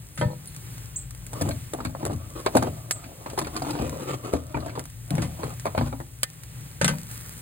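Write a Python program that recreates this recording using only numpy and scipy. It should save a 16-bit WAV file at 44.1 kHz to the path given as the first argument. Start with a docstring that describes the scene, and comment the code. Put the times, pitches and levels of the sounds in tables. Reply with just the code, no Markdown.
"""An outdoor smoker, heard close up: metal tongs lift meat in a pan on its wire grate, by a hand-held camera.
Tongs clack as noise bursts over dying sines of steel and shift with rough notes; the pan booms in low modes.
The shifting grip gives knocks and scratches (noise bursts, case modes) and rubs (a shower of slips).
Beneath lie a low hum in rumble and hiss, a faint sizzle and spits of fat (short noise bursts).
A small bird chips twice, each chip a rising whistle with echoes."""
import sys
import numpy as np
from scipy import signal
from scipy.fft import rfft, irfft
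from scipy.io import wavfile
from scipy.ndimage import uniform_filter1d

SR = 44100
rng = np.random.default_rng(int(sys.argv[2]) if len(sys.argv) > 2 else 0)


def int16_out(signal):
    """Quantize to a 16-bit WAV file."""
    q = np.round(np.clip(np.atleast_2d(signal).T, -1, 1) * 32767)
    wavfile.write(sys.argv[1], SR, q.astype(np.int16))


N = 326781
TIME = np.arange(N) / SR  # seconds into the scene
AGE = np.arange(SR // 2) / SR  # seconds since a blow

# Steel meets steel, between tongs, pan and grate.
# Each row: start in seconds, level in dB, hardness in dB per octave, t60 in seconds.
CLACKS = [(0.176, -36.5, -1, 0.27), (0.213, -24.5, -8, 0.17), (5.106, -33.5, 1, 0.03),
          (5.181, -36, -4.5, 0.036), (5.22, -33, -0.5, 0.15), (6.232, -18.5, 2, 0.038),
          (6.814, -20, -3.5, 0.11), (6.845, -18, -1, 0.077), (6.86, -31, -5, 0.091),
          (6.8795, -21, -1.5, 0.11), (6.892, -26.5, -7.5, 0.2)]
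# Spectrum of a clack before its hardness tilt. Each row: frequency in Hz, relative level in dB.
CLACK_COLOUR = [(250, -1.5), (390, -13), (560, 1.5), (750, -8), (1500, 5), (2200, -2.5), (4000, -2),
                (6000, -4), (9000, -3.5), (12000, -5), (16000, -25)]
# What tongs and grate ring with. Each row: nominal frequency in Hz, relative level in dB, t60 in seconds.
STEEL_MODES = [(500, -26, 0.051), (534, 4, 0.045), (605, -29, 1), (776, -7.5, 0.28), (918, 8, 0.046),
               (1250, 11, 0.048), (1540, 11, 0.1), (1800, 2.5, 0.2), (2045, 5.5, 0.12), (2450, -9, 0.31),
               (3190, 4, 0.051), (3835, -28, 0.18), (4400, -11, 0.25)]
# The tongs' blades graze metal with a thin tink.
# Each row: start in seconds, frequency in Hz, level in dB (of a sine's peak), t60 in seconds.
TINKS = [(.153, 9650, -38, .08), (.196, 10100, -30, .07), (.31, 4210, -49, .15), (.472, 9600, -32, .07),
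         (.474, 4240, -48, .22)]
# Tongs shift on the grate with brief rough notes.
# Each row: start in seconds, level in dB, frequency in Hz, t60 in seconds.
TONG_RATTLES = [(1.804, -37, 1150, 0.038), (4.545, -40, 2330, 0.1), (4.571, -40, 1540, .07),
                (4.68, -45, 1550, .13), (4.696, -45.5, 2300, .07), (5.182, -40.5, 2200, 0.043)]
# The laden pan booms as weight lands on it.
# Each row: start in seconds, base frequency in Hz, level in dB ahead of the mode levels, t60 in seconds.
BOOMS = [(0.187, 131.2, -19.5, 0.6), (0.254, 117, -10, 0.15), (5.11, 141.5, -11, 0.21),
         (5.218, 158, -29, 0.48), (6.828, 150, -12, 0.25), (6.884, 154.5, -19.5, 0.42)]
# Modes of the pan's bottom. Each row: multiple of the boom's frequency, level in dB.
PAN_MODES = [(0.802, -16.5), (0.998, -2), (1.168, -4), (1.462, -10.5), (1.85, -17.5)]
# The pan is jolted on the grate and its walls ring. 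Each row: start in seconds, level in dB.
JOLTS = [(.215, -34), (.221, -28.5), (.283, -39.5), (.309, -41), (6.93, -43)]
# Modes of the walls. Each row: nominal frequency in Hz, relative level in dB, t60 in seconds.
WALL_MODES = [(328, -5.5, 0.25), (498, -1, 0.26), (543, 0.5, 0.11), (597, 0, 0.23), (833, -4.5, 0.16),
              (950, 2.5, 0.14), (1280, -8.5, 0.16)]
# The firmest knocks of the grip on the camera. Each row: start in seconds, body level in dB,
# body frequency in Hz, thump level in dB, click level in dB ahead of the trim in knocks().
KNOCKS = [(1.331, -39, 650, -47, -37.5), (1.411, -27, 457, -33, -32.5), (1.457, -36, 490, -29.5, -52),
          (1.487, -27.5, 457, -29, -33), (1.735, -29.5, 597, -43, -33), (1.742, -29.5, 437, -40, -59),
          (1.787, -35.5, 556, -48, -58), (1.803, -38.5, 730, -37.5, -55), (2.029, -30.5, 610, -30, -49),
          (2.052, -24.5, 507, -35, -31), (2.064, -30, 517, -40, -34), (2.097, -33, 546, -32, -64),
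          (2.116, -35, 543, -34.5, -66), (2.462, -19.5, 695, -41.5, -31), (2.551, -13, 416, -22, -30.5),
          (2.568, -16.5, 644, -37, -21.5), (2.625, -21.5, 483, -28, -32.5), (2.671, -26, 480, -34, -62),
          (3.261, -35.5, 607, -43, -56), (3.333, -33.5, 384, -67, -48), (3.377, -24, 686, -50, -37),
          (3.388, -25, 736, -45, -25), (3.415, -31.5, 620, -35.5, -41), (3.469, -33, 710, -50, -46),
          (3.62, -27.5, 670, -45, -42), (3.795, -34, 560, -29.5, -55), (3.824, -27.5, 517, -30.5, -50),
          (4.336, -18.5, 440, -24, -35.5), (4.544, -27.5, 744, -27, -62), (4.569, -30.5, 594, -35, -53),
          (4.776, -30, 480, -38, -62), (4.798, -38.5, 690, -55, -52), (5.107, -36.5, 590, -28.5, -58),
          (5.181, -30.5, 510, -24.5, -49), (5.224, -34, 710, -32.5, -41), (5.433, -28, 766, -34.5, -62),
          (5.655, -24.5, 695, -47, -39), (5.666, -26.5, 746, -38, -40), (5.749, -27, 640, -56, -58),
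          (5.777, -22.5, 800, -23, -40), (5.811, -24.5, 616, -24.5, -54), (5.926, -32.5, 730, -35.5, -64),
          (6.001, -35.5, 600, -43, -49)]
# Spectrum of the hollow knock. Each row: multiple of the body frequency, relative level in dB.
KNOCK_COLOUR = [(.2, -17.5), (.35, -19), (.55, -2), (.75, -5), (1, -2.5), (1.5, -4), (2.1, -17.5), (3, -21),
                (5, -57)]
# Spectrum of the case's edge. Each row: frequency in Hz, relative level in dB.
EDGE_COLOUR = [(800, -44), (1500, -17), (1900, -17), (2300, 11.5), (2800, -5), (4500, 3), (6500, -32)]
# The edge sounds with every knock, more when it is firm and high: its level in dB beside a typical knock (dB, Hz).
EDGE_DB, TYPICAL_DB, TYPICAL_HZ = -41, -22, 630
EDGE_DB_PER_DB, EDGE_DB_PER_OCTAVE = 1.36, 21
# Thump modes of the case. Each row: nominal frequency in Hz, relative level in dB, t60 in seconds.
CASE_MODES = [(67, 2.5, 0.12), (81, -1.5, 0.7), (114.04, 3, 0.46), (148.8, 2, 0.51), (194, -1, 0.19),
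              (242.2, 2.5, 0.35), (299.8, 5, 0.19)]
# A fingertip or nail skips over the case with a dry scratch.
# Each row: start in seconds, level in dB, brightness in dB per octave.
SCRATCHES = [(1.333, -46, -10), (1.488, -46, -8), (1.804, -35, -5), (1.95, -32.5, -10), (2.464, -23, -5.5),
             (2.624, -22, -11), (3.262, -37.5, -3.5), (3.3, -41, 1), (3.414, -37, 0), (3.47, -38.5, -2),
             (3.564, -30, 0), (3.62, -40, 3.5), (3.705, -35.5, 3.5), (3.753, -33, -5), (3.789, -38, -2),
             (4.336, -33, -5), (4.604, -42, -1), (4.623, -38.5, -9), (4.68, -45, -3.5), (4.695, -41, -4),
             (4.753, -36.5, -3.5), (5.141, -39, -8)]
# Spectrum of a scratch before its tilt. Each row: frequency in Hz, relative level in dB.
SCRATCH_COLOUR = [(250, -4), (600, 0), (1100, 5.5), (1800, -2.5), (2500, -5.5), (3500, -6.5), (4500, 0),
                  (6000, -11), (9000, -9.5), (16000, -31)]
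# Strokes of skin over the camera, sticky or smooth. Each row: start in seconds, length in seconds,
# level in dB ahead of the trim in rub(), its catches in dB over that level.
STROKES = [(1.346, 0.17, -39.5, 2), (1.757, .15, -48.5, 10.5), (2.001, .14, -40, -3.5), (2.36, .04, -42, 9),
           (2.542, .13, -36.5, -13), (2.947, .1, -47.5, 5), (3.207, .25, -49, -0.5),
           (3.546, .04, -35.5, -3), (3.624, 0.256, -34.5, -13), (3.891, .2, -38, -16),
           (4.079, .07, -33, -22), (4.245, .055, -35.5, -17), (4.332, .04, -35, -6), (4.554, 0.13, -40, 0),
           (4.683, .12, -45.5, -7), (5.12, .13, -39, 1), (5.397, 0.11, -39, 2), (5.777, .1, -39, -17)]
# The hand also rests on the case and creeps. Each row: start in seconds, end in seconds.
RESTS = [(2.14, 4.75), (5.26, 5.4)]
REST_DB = -49.5  # ahead of the trim in rub()
PRESS_DB_PER_S, RELEASE_DB_PER_S = 644, 330  # how fast a stroke builds and lets go
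# Spectrum of rubbing skin. Each row: frequency in Hz, relative level in dB.
RUB_COLOUR = [(45, -26), (80, -11), (130, 8.5), (200, -3.5), (300, 7.5), (430, -2.5), (560, 2), (800, -7),
              (1200, -1.5), (1700, -16.5), (2500, -16.5), (4200, -20), (9000, -22.5), (16000, -33)]
# The hollow between hand and case sings as the grip slides. Each row: time in seconds, frequency in Hz.
HOLLOW = [(1.3, 630), (2.7, 640), (3.55, 740), (3.72, 890), (3.84, 500), (3.92, 420), (4.12, 564),
          (4.3, 600), (5.9, 826)]
# Wet meat peels out of the juice with a fizz. Each row: time in seconds, level in dB.
FIZZ = [(6.9, -45.5), (7.08, -46.5), (7.12, -38), (7.2, -42.5), (7.41, -44)]
# Spectrum of the fizz. Each row: frequency in Hz, relative level in dB.
FIZZ_COLOUR = [(200, 10.5), (700, -3.5), (1200, 2.5), (1800, 4), (3000, -4.5), (6000, -1.5), (9000, 1.5),
               (11000, 3), (16000, -1.5)]
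# The sharpest snaps, as of fat spitting. Each row: start in seconds, level in dB.
SPITS = [(0.564, -42), (0.781, -44.5), (1.11, -44.5), (1.266, -41), (1.85, -44), (4.855, -42), (2.91, -21),
         (3.299, -47.5), (3.5668, -36), (3.895, -37.5), (4.794, -34.5), (5.153, -38), (5.5974, -39.5),
         (6.435, -42.5), (6.985, -41.5)]
# Spectrum of grip clicks, spits and sizzle. Each row: frequency in Hz, relative level in dB.
CLICK_COLOUR = [(600, -11), (1500, 0.5), (3000, -6), (6000, 0), (9000, 2), (12000, 4), (16000, -19)]
# A bird's rising chip.
# Each row: start in seconds, peak level in dB, start frequency in Hz, top frequency in Hz, length in seconds.
CHIPS = [(0.958, -23.5, 5850, 8490, .019), (2.916, -26, 6270, 8410, 0.019)]
# Spectrum of smoker rumble and open-air hiss. Each row: frequency in Hz, relative level in dB per Hz.
AIR_COLOUR = [(25, -25), (50, 7), (80, -3.5), (120, 5.5), (160, 0.5), (200, -14.5), (260, -13.5),
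              (400, -18.5), (700, -23), (1900, -22.5), (4500, -28), (9000, -23), (15000, -25.5)]
# The smoker's hum. Each row: mean frequency in Hz, level in dB ahead of the throb.
HUM = [(117, -49.5), (162, -63)]
# Phase between the two microphone ports. Each row: frequency in Hz, lead of the left in radians.
PORT_PHASE = [(200, 0), (550, -1.25), (1300, -1.9), (2000, -5), (4000, -4.7), (5200, -3.2), (5900, -3.05),
              (7800, -.1), (9300, 0), (11200, 3.1), (12400, 3.2), (14200, 6.25)]
# How alike the ports sound. Each row: frequency in Hz, likeness from 0 to 1.
PORT_LIKENESS = [(50, 0.88), (130, 0.97), (350, 0.93), (800, 1), (1600, 0.19), (3200, 0.047), (5500, 0.98),
                 (9000, 0.97), (16000, 1)]
# Balance of the ports. Each row: frequency in Hz, left minus right in dB.
PORT_BALANCE = [(60, 4), (200, 2.5), (360, 6), (600, 1), (1200, -0.5), (2300, -2), (4500, 0), (8000, -0.5)]
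CUTOFF_HZ = 16200


def tongs(ring_db=-9, echo_db=-21):
    """Each clack is a hard crack, a noisy clatter and a short ring of steel; grazing blades add thin tinks."""
    out = np.zeros((2, N))
    for s, db, hardness, t60 in CLACKS:
        sheet = colour(noise(len(AGE)), CLACK_COLOUR, tilt_db=hardness)
        sheet = uneven(sheet, depth_db=3.5, width_hz=120)
        low = lowpass(sheet, hz=2980)
        # the treble speaks a touch sooner
        clatter = low * decay(t60, .0004) + (sheet - low) * decay(t60, .0003)
        crack = 2.2 * sheet * decay(.004, .00005)
        clack = unit(clatter + crack, size=530)
        steel = unit(ring(STEEL_MODES, 0.0014, 0.0013), size=530)
        steel = steel * t60 / 0.12  # a damped blow leaves little ring
        add(out, s, from_db(db) * (clack + from_db(ring_db) * steel))
    for s, hz, db, t60 in TINKS:
        graze = unit(resonate(noise(len(AGE)), hz + 0 * AGE, width_hz=hz / 70))  # a rough, fuzzy tone
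        add(out, s, from_db(db) * decay(t60, 0.00084) * graze / np.sqrt(2))
    echoes = outdoors(lowpass(out, hz=5000), 0.08, 0.0033)
    return out + from_db(echo_db) * echoes


def tong_rattles(width_hz=350, rise_s=0.00065):
    """Tongs shift on the grate: noise through a doubled resonance gives a brief rough note."""
    out = np.zeros((2, N))
    for s, db, hz, t60 in TONG_RATTLES:
        pitch = np.full(len(AGE), hz)
        note = resonate(resonate(noise(len(AGE)), pitch, width_hz), pitch, width_hz)
        add(out, s, from_db(db) * unit(note * decay(t60, rise_s), size=530))
    return out


def pan(rise_s=0.0056):
    """The pan's bottom flexes in a few low modes, damped by meat and juice."""
    out = np.zeros((2, N))
    for s, hz, db, t60 in BOOMS:
        flex = 0
        for multiple, mode_db in PAN_MODES:
            flex = flex + from_db(mode_db) * np.sin(2 * np.pi * multiple * hz * AGE)
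        add(out[:1], s, from_db(db) * decay(t60, rise_s) * flex)
    return out


def walls(rise_s=0.00062, chatter_db=3.0):
    """The pan's thin walls ring above its bottom, roughly, as it chatters on the wires."""
    out = np.zeros((2, N))
    for s, db in JOLTS:
        chatter = from_db(chatter_db * drift(283)[:len(AGE)])
        add(out, s, from_db(db) * unit(ring(WALL_MODES, 0.0029, rise_s) * chatter, size=1320))
    return out


def knocks(click_trim_db=-1, tail_db=-16, swell_db=-18):
    """A slip of the grip: a click, a hollow knock and a low thump through the case."""
    out = np.zeros((2, N))
    for s, db, hz, thump_db, click_db in KNOCKS + small_knocks():
        firmness = EDGE_DB_PER_DB * (db - TYPICAL_DB)
        height = EDGE_DB_PER_OCTAVE * np.log2(hz / TYPICAL_HZ)
        hollow = slip(db, KNOCK_COLOUR, 0.065, 0.0004, base_hz=hz, width_hz=99.7)
        tail = slip(db + tail_db, KNOCK_COLOUR, 0.23, 0.0043, base_hz=hz, width_hz=44)
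        rim = slip(EDGE_DB + firmness + height, EDGE_COLOUR, 0.084, 0.00022, grit_db=3.5)
        tick = slip(click_db + click_trim_db, CLICK_COLOUR, 0.048, 0.000087, tilt_db=-1.4, grit_db=8.5)
        # a faint reversed copy swells up ahead of each knock
        swell = ((hollow + rim + tick) * decay(.09, .0001))[:, ::-1]
        add(out, s - len(AGE) / SR, from_db(swell_db) * swell)
        add(out, s, hollow + tail + rim + tick)
        add(out, s, from_db(thump_db) * unit(ring(CASE_MODES, 0.0695, 0.0015), size=1320))
    return out


def small_knocks(count=30, thump_db=-2, click_db=-9, spread_db=4.5, hz=600, spread_octaves=0.63):
    """The fingers catch at random along the strokes, as hard as they press: rows like those of KNOCKS."""
    start, length, level, catch = np.transpose(STROKES)
    rubbed = np.cumsum(length)  # seconds of rubbing by the end of each stroke
    along = (np.arange(count) + rng.random(count)) / count * rubbed[-1]
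    k = np.searchsorted(rubbed, along)  # the stroke each catch falls in
    force, pitch, thump, click = np.clip(rng.standard_normal((count, 4)), -2, 2).T
    when = start[k] + length[k] - (rubbed[k] - along)
    db = level[k] + catch[k] + spread_db * force
    body_hz = hz * 2 ** (spread_octaves * pitch)
    return list(zip(when, db, body_hz, db + thump_db + spread_db * thump, db + click_db + spread_db * click))


def scratches(t60=0.069, rise_s=0.00017, grit_db=-3.0):
    """Short gritty bursts of friction, too light to thump the case."""
    out = np.zeros((2, N))
    for s, db, brightness in SCRATCHES:
        scratch = slip(db, SCRATCH_COLOUR, t60, rise_s, tilt_db=brightness, width_hz=220, grit_db=grit_db)
        add(out, s, scratch)
    return out


def rub(grip_db, level_db=1.5, slips_per_s=1500, spread_db=2.5, smooth=0.45, judder_db=2.0, sing=1.97, shift_db=4.0):
    """Skin sticks and slips: a shower of tiny uneven pushes into a case whose resonances shift under the fingers."""
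    sizes = from_db(spread_db * np.minimum(rng.exponential(1, N), 3))
    slips = (rng.random(N) < slips_per_s / SR) * sizes
    drive = unit(slips * rng.choice([-1, 1], (2, N))) + smooth * noise(N)
    hollow_hz = np.interp(TIME, *np.transpose(HOLLOW))
    drive = drive + sing * resonate(drive, hollow_hz, width_hz=89)
    z = signal.stft(colour(drive, RUB_COLOUR), nperseg=1024, noverlap=768)[2]
    # random patches over frequency and time lift and sink the resonances
    patches = uniform_filter1d(rng.standard_normal(z.shape[1:]), size=3, axis=0)
    patches = unit(uniform_filter1d(patches, size=14, axis=1))
    z = z * from_db(shift_db * np.clip(patches, -2, 2))
    scrape = signal.istft(z, nperseg=1024, noverlap=768)[1][:, :N]
    # the colour shifts, the power follows the pressure
    scrape = scrape / np.sqrt(uniform_filter1d(scrape ** 2, size=1800, axis=1) + 1e-12)
    return scrape * from_db(grip_db + level_db + judder_db * drift(55))


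def pressure():
    """Level of the rubbing in dB: every stroke builds, holds and lets go."""
    holds = [(s, s + length, db) for s, length, db, _ in STROKES]
    holds += [(start, end, REST_DB) for start, end in RESTS]
    out = np.full(N, -100.)
    for start, end, db in holds:
        slope = np.minimum(PRESS_DB_PER_S * (TIME - start), RELEASE_DB_PER_S * (end - TIME))
        out = np.maximum(out, db + np.minimum(0, slope))
    return out


def sizzle(level_db=-59, bursts_per_s=130, spread_db=4.5, fizz_per_s=3500):
    """Tiny bubbles burst on the hot meat, and thickly where a piece is lifted from the juice."""
    size = from_db(spread_db * np.minimum(rng.exponential(1, N), 4)) * noise(N)
    bursts = size * (rng.random(N) < bursts_per_s / SR)
    fizz = size * (rng.random(N) < fizz_per_s / SR) + .5 * noise(N)
    sparse = unit(colour(bursts, CLICK_COLOUR))
    dense = unit(colour(fizz, FIZZ_COLOUR))
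    fizz_db = np.interp(TIME, *np.transpose(FIZZ), left=-100)
    return from_db(level_db) * sparse + from_db(fizz_db) * dense


def spits(tail=0.25, tail_t60=0.048, count=5, faint_db=-49, spread_db=4):
    """Single dry snaps of noise with a fainter, slower-fading tail; faint ones fall at random."""
    out = np.zeros((2, N))
    envelope = decay(.005, .0001) + tail * decay(tail_t60, 0.0022)
    faint = [(when * N / SR, faint_db + spread_db * size) for when, size in rng.random((count, 2))]
    for s, db in SPITS + faint:
        snap = colour(noise(len(AGE)), CLICK_COLOUR, tilt_db=-1.0) * envelope
        add(out, s, from_db(db) * unit(snap, size=530))
    return out


def bird(echo_db=-3, echo_t60=0.22):
    """A whistle sweeps up in a blink, and the yard scatters it."""
    out = np.zeros((2, N))
    for s, db, start_hz, top_hz, length in CHIPS:
        u = np.arange(0, 1, 1 / (length * SR))  # progress through the chip
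        hz = top_hz - (top_hz - start_hz) * (1 - u) ** 2
        whistle = np.sin(2 * np.pi * np.cumsum(hz) / SR)
        add(out[:1], s, from_db(db) * np.sin(np.pi * u) * whistle)
    return out + from_db(echo_db) * outdoors(out[[0, 0]], echo_t60, 0.0024)


def smoker(air_db=-42.0, waver=0.02483, throb=0.68, flutter_db=-1.5, swell_db=1.77, surge_db=1.24):
    """A wavering low hum of sines in an uneven rumble, under a gently swelling hiss."""
    air = unit(colour(noise(N), AIR_COLOUR)) * from_db(swell_db * drift(2.71))
    low = lowpass(air, hz=250)
    flutter = low * (from_db(flutter_db * drift(3.8)) - 1)
    edges = [lowpass(air, hz=edge) for edge in (800, 2000, 5000)]
    surges = 0
    for lower, upper in zip(edges, edges[1:]):  # two bands of the hiss swell by themselves
        surges = surges + (upper - lower) * (from_db(surge_db * drift(18)) - 1)
    out = from_db(air_db) * (air + surges + flutter)
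    for hz, db in HUM:
        turns = np.cumsum(hz * (1 + waver * drift(14))) / SR
        out[0] += from_db(db) * np.sqrt(2) * (1 + throb * drift(9.4)) * np.sin(2 * np.pi * turns)
    return out


def slip(db, points, t60, rise_s, base_hz=1, tilt_db=0, width_hz=250, grit_db=0):
    """One burst of friction, dying away; grit breaks it into tiny catches."""
    burst = colour(noise(len(AGE)), points, base_hz, tilt_db)
    burst = uneven(burst, depth_db=4.0, width_hz=width_hz)
    grit = np.clip(rng.standard_normal(500), -2, 2)
    catches = from_db(grit_db * np.interp(AGE * 900, np.arange(500), grit))  # 900 points a second
    return from_db(db) * unit(burst * catches * decay(t60, rise_s), size=530)


def ring(modes, detune, rise_s):
    """Dying sines; every blow shares its force among them differently."""
    out = 0
    for hz, db, t60 in modes:
        turns = hz * (1 + detune * rng.standard_normal()) * AGE + rng.random((2, 1))
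        gain = from_db(db + 2 * rng.standard_normal())
        out = out + gain * decay(t60, rise_s) * np.sin(2 * np.pi * turns)
    return out


def decay(t60, rise_s):
    """Envelope of a blow: a quick rise, then a fall of 60 dB per t60."""
    return from_db(-60 * AGE / max(t60, 1e-3)) * (1 - np.exp(-AGE / rise_s))


def outdoors(x, t60, first_s):
    """Scattered echoes from nearby things, as decaying noise of energy near 1."""
    taps = noise(len(AGE)) * decay(t60, first_s)
    return signal.fftconvolve(x, taps / np.linalg.norm(taps[0]), axes=1)[:, :N]


def uneven(x, depth_db, width_hz):
    """Every point of contact favours some resonances and misses others."""
    hz = np.fft.rfftfreq(x.shape[-1], 1 / SR)
    knots = np.clip(rng.standard_normal(600), -2, 2)
    gain = from_db(depth_db * np.interp(hz / width_hz, np.arange(len(knots)), knots))
    return irfft(rfft(x) * gain, x.shape[-1])


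def resonate(x, hz, width_hz):
    """A resonance of gain 1 that follows the curve hz."""
    turn = np.exp(2j * np.pi * np.cumsum(hz) / SR)
    r = np.exp(-np.pi * width_hz / SR)
    # shift the pitch down to zero, smooth there, shift back up
    return 2 * (turn * signal.lfilter([1 - r], [1, -r], x / turn)).real


def colour(x, points, base_hz=1, tilt_db=0):
    """Gives x a spectrum, tilted by some dB per octave above 500 Hz."""
    hz = np.fft.rfftfreq(x.shape[-1], 1 / SR)
    tilt = tilt_db * np.log2(np.maximum(hz, 500) / 500)
    gain = from_db(read(points, hz / base_hz) + tilt)
    return irfft(rfft(x) * gain, x.shape[-1])


def lowpass(x, hz):
    """A gentle low-pass that shifts nothing in time."""
    return signal.sosfiltfilt(signal.butter(2, hz, fs=SR, output="sos"), x)


def noise(size):
    """Two unrelated white noises."""
    return rng.standard_normal((2, size))


def drift(per_s):
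    """A random curve of rms 1, with a new point per_s times a second."""
    knots = rng.standard_normal(4000)
    return unit(np.interp(TIME * per_s, np.arange(len(knots)), knots))


def from_db(db):
    """Decibels to gain."""
    return 10 ** (np.asarray(db) / 20)


def unit(x, size=None):
    """Scales to rms 1 over the first size samples."""
    return x / np.sqrt(np.mean(x[..., :size] ** 2) + 1e-20)


def read(points, hz):
    """Reads a table on a log-frequency axis."""
    f, value = np.transpose(points)
    return np.interp(np.log(hz + 1e-6), np.log(f), value)


def add(mix, s, sound):
    """Mixes a sound in at time s."""
    part = mix[:, max(round(s * SR), 0):][:, :sound.shape[-1]]
    part += sound[..., :part.shape[1]]


def scene():
    """Row 0 is the sound that both ports share, row 1 the part in which they differ."""
    cooking = tongs() + tong_rattles() + pan() + walls()
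    grip = knocks() + scratches() + rub(pressure())
    background = sizzle() + spits() + bird() + smoker()
    return cooking + grip + background


def record(dry):
    """Two ports that differ in phase and level, then low cut, soft overload and band limit."""
    hz = np.fft.rfftfreq(N + SR, 1 / SR)
    shared, apart = rfft(dry, N + SR)
    like = np.clip(read(PORT_LIKENESS, hz), -1, 1)
    side = from_db(read(PORT_BALANCE, hz))
    left = shared * side
    right = (like * shared + np.sqrt(1 - like ** 2) * apart) * np.exp(-1j * read(PORT_PHASE, hz))
    level = np.sqrt(2 / (1 + side ** 2))  # balance leaves the summed power alone
    ports = irfft(np.array([left, right]) * level, N + SR)[:, :N]
    ports = signal.sosfilt(signal.butter(3, 46, "highpass", fs=SR, output="sos"), ports)
    ports = np.tanh(ports)  # the hardest knocks overload the microphone slightly
    band = signal.firwin(301, CUTOFF_HZ, window=("kaiser", 9), fs=SR)
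    return signal.oaconvolve(ports, band[None], "same")


dry = scene()
out = record(dry)
int16_out(out)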